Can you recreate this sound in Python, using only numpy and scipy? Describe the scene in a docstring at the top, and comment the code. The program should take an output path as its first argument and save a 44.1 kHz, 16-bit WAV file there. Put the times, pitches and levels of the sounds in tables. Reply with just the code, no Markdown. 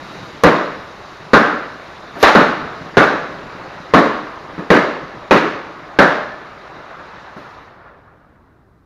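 """Balloons burst one after another, popped by a toy rocket car circling on a tether in a metal-walled hall.
Each bang is a crack and a shock front that ring through the long hall and overload the microphone.
The motor's turbulent jet hisses throughout, with dull thuds here and there; a fuse fizzes and lights
a second charge with a bang. At last the motor spits sparks and its thrust dies away."""
import sys
import numpy as np
from scipy import signal
from scipy.fft import rfft, irfft
from scipy.io import wavfile
from scipy.ndimage import uniform_filter1d

SR = 44100
rng = np.random.default_rng(int(sys.argv[2]) if len(sys.argv) > 2 else 0)


def wrap_up_sound(samples):
    """Save the sound to the file named by the first command line argument, as 16-bit audio."""
    columns = np.atleast_2d(samples).T
    # keep every value between -1 and 1, then stretch to whole-number steps
    tamed = np.clip(columns, -1, 1)
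    steps = np.round(tamed * 32767).astype(np.int16)
    wavfile.write(sys.argv[1], SR, steps)


N = 390575


def gain_of(db):
    """dB to amplitude."""
    return 10 ** (np.asarray(db) / 20)


def unit_rms(x):
    """Scale to rms 1."""
    return x / np.sqrt(np.mean(x ** 2) + 1e-20)


def log_interp(points, hz):
    """Interpolate (hz, value) points over log frequency."""
    point_hz, value = np.transpose(points)
    return np.interp(np.log(hz + 1), np.log(point_hz + 1), value)


def add(mix, start_s, sound):
    """Mix a sound in at start_s."""
    part = mix[round(start_s * SR):][:len(sound)]
    part += sound[:len(part)]


def below(hz, corner_hz):
    """Shelf: 1 under the corner, 0 over it."""
    return 1 / (1 + (hz / corner_hz) ** 4)


def bump(hz, centre_hz, octaves):
    """Broad resonance, height 1."""
    return np.exp(-(np.log2((hz + 1) / centre_hz) / octaves) ** 2)


def smooth_noise(shape, *widths):
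    """Noise averaged over one width per axis; rms 1."""
    noise = rng.standard_normal(shape)
    for axis, width in enumerate(widths):
        noise = uniform_filter1d(noise, size=width, axis=axis)
    return unit_rms(noise)


def tinted(noise, colour):
    """Shape noise by (hz, gain_db) points; rms 1."""
    hz = np.fft.rfftfreq(len(noise), 1 / SR)
    return unit_rms(irfft(rfft(noise) * gain_of(log_interp(colour, hz)), len(noise)))


def minimum_phase(x, colour, size=4096):
    """Causal filter from (hz, gain_db) points."""
    hz = abs(np.fft.fftfreq(size, 1 / SR))
    log_gain = np.log(gain_of(log_interp(colour, hz)))
    taps = np.fft.ifft(np.exp(np.conj(signal.hilbert(log_gain)))).real
    return signal.oaconvolve(x, taps[:size // 2])[:len(x)]


def hall_air(level_db=-51):
    """Still air of the hall: faint, low noise."""
    # air spectrum: freq_hz, gain_db
    air_colour = [(25, -6), (60, 1.5), (130, -1.5), (250, -5.5), (380, -7.5), (520, -15), (900, -18.5),
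                  (1450, -23), (2200, -36), (3200, -35.5), (15000, -44)]
    return gain_of(level_db) * tinted(rng.standard_normal(N), air_colour)


def hall_rings_db(hz):
    """Boost from narrow resonances of the hall and its sheet walls."""
    # resonances: centre_hz, width_hz, boost_db
    rings = [(160, 13, 3.5), (193, 20, 1), (219, 25, 3), (302, 30, 4.5), (460, 12, 0), (595, 73, 3.5),
             (1075, 43, 2.5), (1320, 26, 0.5), (1743, 49, 4.5), (2800, 72, 2.5), (3840, 98, 2)]
    return sum(db / (1 + (2 * (hz - centre_hz) / width_hz) ** 2) for centre_hz, width_hz, db in rings)


def hall_tail(tint_db, grain_db, ripple_db=1.0, size=65536):
    """Dense, uneven reflections, coloured by tint_db(hz); each band decays at its own rate."""
    # spectrum of a bang as the hall returns it: freq_hz, gain_db
    echo_colour = [(30, -19.5), (80, -21.5), (160, -2), (300, 0), (550, -1), (830, -3.5), (1250, -1.5),
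                   (1750, -7), (2300, -13.5), (3200, -18.5), (5000, -26.5), (7000, -28.5), (9000, -29),
                   (15000, -37.5)]
    # reverberation: freq_hz, t60_s
    decay_times = [(60, 0.2), (130, 0.52), (300, 0.68), (1200, 0.77), (2500, 0.81), (5000, 0.81),
                   (9000, 0.51), (15000, 0.38)]
    hz = np.fft.rfftfreq(size, 1 / SR)
    strength = gain_of(grain_db * smooth_noise(size, 90))
    echoes = rng.standard_normal(size) * strength
    modes_db = ripple_db * smooth_noise(len(hz), 90)  # each spot stirs its own mix of room modes
    colour_db = log_interp(echo_colour, hz) + hall_rings_db(hz) + modes_db + tint_db(hz)
    echoes = unit_rms(irfft(rfft(echoes) * gain_of(colour_db)))
    band_hz, t, bands = signal.stft(echoes, SR, nperseg=512)
    decay = gain_of(-60 * t / log_interp(decay_times, band_hz)[:, None])
    return signal.istft(bands * decay, SR, nperseg=512)[1][:size]


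def fizz(spread_db=4):
    """Spark showers: the fuse burns into the second charge; the motor spits near its end."""
    # showers: peak_s, level_db, swell_db_per_s, fade_db_per_s
    showers = [(2.227, -19.5, 390, 470), (7.375, -46, 2000, 93), (7.63, -58, 600, 200)]
    # spark spectrum: freq_hz, gain_db
    spark_colour = [(200, -20), (900, 3), (2000, -2), (4000, -5), (8500, -11.5), (11500, -4.5),
                    (15000, -13)]
    t = np.arange(N) / SR
    envelope = sum(gain_of(level_db - np.where(t < peak_s, swell * (peak_s - t), fade * (t - peak_s)))
                   for peak_s, level_db, swell, fade in showers)
    sparks = rng.standard_normal(N) * gain_of(spread_db * rng.exponential(1, N).clip(0, 5))
    return tinted(sparks, spark_colour) * envelope


def thud(level_db, pitch_hz, ring_db, push_s=0.0071, dull_db=6, fade_s=0.13, rise_s=0.002):
    """Dull thud: a soft low knock or sputter with a short hall ring."""
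    tail = hall_tail(lambda hz: dull_db * below(hz, 2 * pitch_hz), grain_db=2.0)
    t = np.arange(len(tail)) / SR
    push = np.sin(2 * np.pi * pitch_hz * t) * np.exp(-t / push_s)
    ring = gain_of(ring_db) * tail * np.exp(-t / fade_s)
    onset = 1 - np.exp(-t / rise_s)
    return gain_of(level_db) * (2 * push + ring) * onset


def burn(t, burnout_s=7.474, burnout_db_per_s=19, dull_delay_s=0.1, dull_ramp_s=0.35, dull_db=7.5):
    """Jet level, rumble and brightness in dB: sag as the nozzle wears wider, surges, burn-out."""
    # thrust surges: peak_s, level_db, rumble_db, brightness_db, rise_s, ebb_s
    surges = [(0.166, 1.5, 4.5, 1.5, 0.18, 0.18), (2.7, 3.0, 2, -0.6, 0.52, 3),
              (7.03, 2, -0.5, -1.5, 0.25, 0.12), (7.86, 3.0, -2, -1, 0.04, 0.11)]
    thrust_db = -35.5 - 0.1262 * t
    rumble_db = 1.0 - 0.74 * t
    bright_db = 1.47 - 0.75 * t
    # pressure falls; soon the jet is too slow to hiss
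    thrust_db -= burnout_db_per_s * np.maximum(t - burnout_s, 0)
    bright_db -= dull_db * np.clip((t - burnout_s - dull_delay_s) / dull_ramp_s, 0, 1)
    for peak_s, more_db, more_rumble_db, more_bright_db, rise_s, ebb_s in surges:
        surge = np.exp(-((t - peak_s) / np.where(t < peak_s, rise_s, ebb_s)) ** 2)
        thrust_db += more_db * surge
        rumble_db += more_rumble_db * surge
        bright_db += more_bright_db * surge
    return thrust_db, rumble_db, bright_db


def jet(flutter_db=0.02, patchy_db=1.12, chug_db=3.0, drift_db=0.92, hollow=0.25):
    """Turbulent exhaust: hisses, chugs in the bass, turns hollow as pressure falls."""
    # exhaust spectrum: freq_hz, gain_db
    jet_colour = [(30, -8.5), (80, -8), (160, 1.5), (220, -5), (380, 0), (480, -2.5), (600, -0.5),
                  (800, -1.5), (1250, -0.5), (1750, -6), (2300, -9), (3900, -13), (7000, -19), (15000, -29)]
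    exhaust = tinted(rng.standard_normal(N), jet_colour)
    hz, t, bands = signal.stft(exhaust, SR, nperseg=1024, noverlap=768)
    hz = hz[:, None]
    thrust_db, rumble_db, bright_db = burn(t)
    flutter, chug = smooth_noise(len(t), 5), smooth_noise(len(t), 5)
    patches = smooth_noise(bands.shape, 12, 10)
    drift = smooth_noise(bands.shape, 70, 2)  # reflections add and cancel as the car circles
    texture_db = flutter_db * flutter + patchy_db * patches + drift_db * drift + .5 * hall_rings_db(hz)
    bass_db = below(hz, 380) * (rumble_db + chug_db * chug)
    # the finest hiss follows brightness most; a weak jet keeps the breathy ring of its tube
    hiss = (1 - below(hz, 2307)) + .7 * (1 - below(hz, 6500))
    tube = hollow * bump(hz, 1550, octaves=0.46)
    tilt_db = (hiss - tube) * bright_db
    # faint nozzle whistle at full pressure
    whistle_db = 2.0 * bump(hz, 3800, octaves=.06) * np.clip(gain_of(2 * bright_db), 0, 2)
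    bands *= gain_of(thrust_db + bass_db + tilt_db + texture_db + whistle_db)
    return signal.istft(bands, SR, nperseg=1024, noverlap=768)[1][:N]


def bang(level_db, bass_db, treble_db, low_hz, low_db, high_hz, high_db, echo_s, crack_db,
         swing_hz=450, crack_s=0.0018, near_db=1.0, near_s=0.014,
         hall_db=-3.0, build_s=0.0025, echo_db=-7, echo_width_s=0.012):
    """Crack and shock front; the freed air swings; floor and near walls answer, then the whole hall."""
    def tint_db(hz):
        """Colour of this bang's reflections."""
        rings_db = low_db * bump(hz, low_hz, octaves=0.34) + high_db * bump(hz, high_hz, octaves=0.23)
        return rings_db + bass_db * below(hz, 300) + treble_db * (1 - below(hz, 2200))

    tail = hall_tail(tint_db, grain_db=0.5)
    t = np.arange(len(tail)) / SR
    pressure = gain_of(11) * (1 - np.exp(-t / .0001)) * np.exp(-t / .003)  # far over full scale
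    blast = -pressure * (np.cos(2 * np.pi * swing_hz * t) + .5 * np.sin(2 * np.pi * high_hz * t))
    crack = gain_of(crack_db) * rng.standard_normal(len(t)) * np.exp(-t / crack_s)
    near = gain_of(near_db) * np.exp(-t / near_s)
    wall_echo = gain_of(echo_db) * np.exp(-((t - echo_s) / echo_width_s) ** 2)
    reflections = tail * (1 - np.exp(-t / build_s)) * (1 + near + wall_echo)
    return gain_of(level_db) * (crack + blast + gain_of(hall_db) * reflections)


def scene():
    """Jet, sparks, hall air, bangs and thuds; mono."""
    # balloon bursts (third row: the charge lighting):
    # start_s, level_db, bass_db, treble_db, low_hz, low_db, high_hz, high_db, echo_s, crack_db
    bangs = [(0.4362, -0.5, 2, 1.5, 500, 3, 1110, 1.5, 0.038, 6.5),
             (1.3337, 0.5, -0.5, 0.6, 287, 2.5, 1496, 4, .035, -10.5),
             (2.2283, -0.5, -13.5, 7.5, 790, 4, 1206, 1.5, 0.057, 13),
             (2.351, -1, 0.5, 1.5, 165, 4, 1320, 6, 0.066, -7),
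             (2.97, -0.5, 2, 3, 497, 4, 1460, 4, 0.065, -22.5),
             (3.9374, -0.35, 3, 1.2, 362, 2.5, 1060, 3, .053, -12),
             (4.7033, -1.15, 3.5, 3, 435, 4.5, 1904, 2.5, 0.064, -16),
             (5.3098, -1.5, 2, 3, 407, 6.5, 2490, 3, 0.061, -20),
             (5.9882, -0.5, -0.5, 2, 605, 4.5, 1590, 5, 0.047, -7)]
    # dull thuds: start_s, level_db, pitch_hz, ring_db
    thuds = [(2.155, -30.5, 400, 5), (2.812, -31, 158, -6), (3.547, -35.5, 170, -1.5),
             (3.801, -29, 167, -16), (4.579, -23.5, 294, 1.5), (4.59, -17.5, 193, -15),
             (6.762, -41, 333, 0), (7.365, -31, 180, -3)]
    mix = jet() + fizz() + hall_air()
    for start_s, *settings in bangs:
        add(mix, start_s, bang(*settings))
    for start_s, *settings in thuds:
        add(mix, start_s, thud(*settings))
    return mix[None]


def record(dry, self_noise_db=-80, cutoff_hz=15650):
    """Microphone: soft overload on the bangs, colour, self-noise, hard clip, band limit."""
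    # response with a bass cut and two narrow port dips: freq_hz, gain_db
    mic_colour = [(20, -5.5), (60, 0), (130, -0.5), (2000, 0), (3200, -5), (3900, -1), (4700, -4),
                  (6000, -7), (7200, -11.5), (7700, -20), (8000, -30), (8500, -16.5), (10000, -18),
                  (12600, -15), (13400, -28), (14000, -19), (15500, -27)]
    squashed = dry[0] / (1 + abs(dry[0]) ** 6) ** (1 / 6)
    coloured = minimum_phase(squashed, mic_colour) + gain_of(self_noise_db) * rng.standard_normal(N)
    band_limit = signal.firwin(511, cutoff_hz, window=("kaiser", 9), fs=SR)
    return signal.oaconvolve(np.clip(coloured, -1, 1), band_limit, "same")[None]


dry = scene()
out = record(dry)
wrap_up_sound(out)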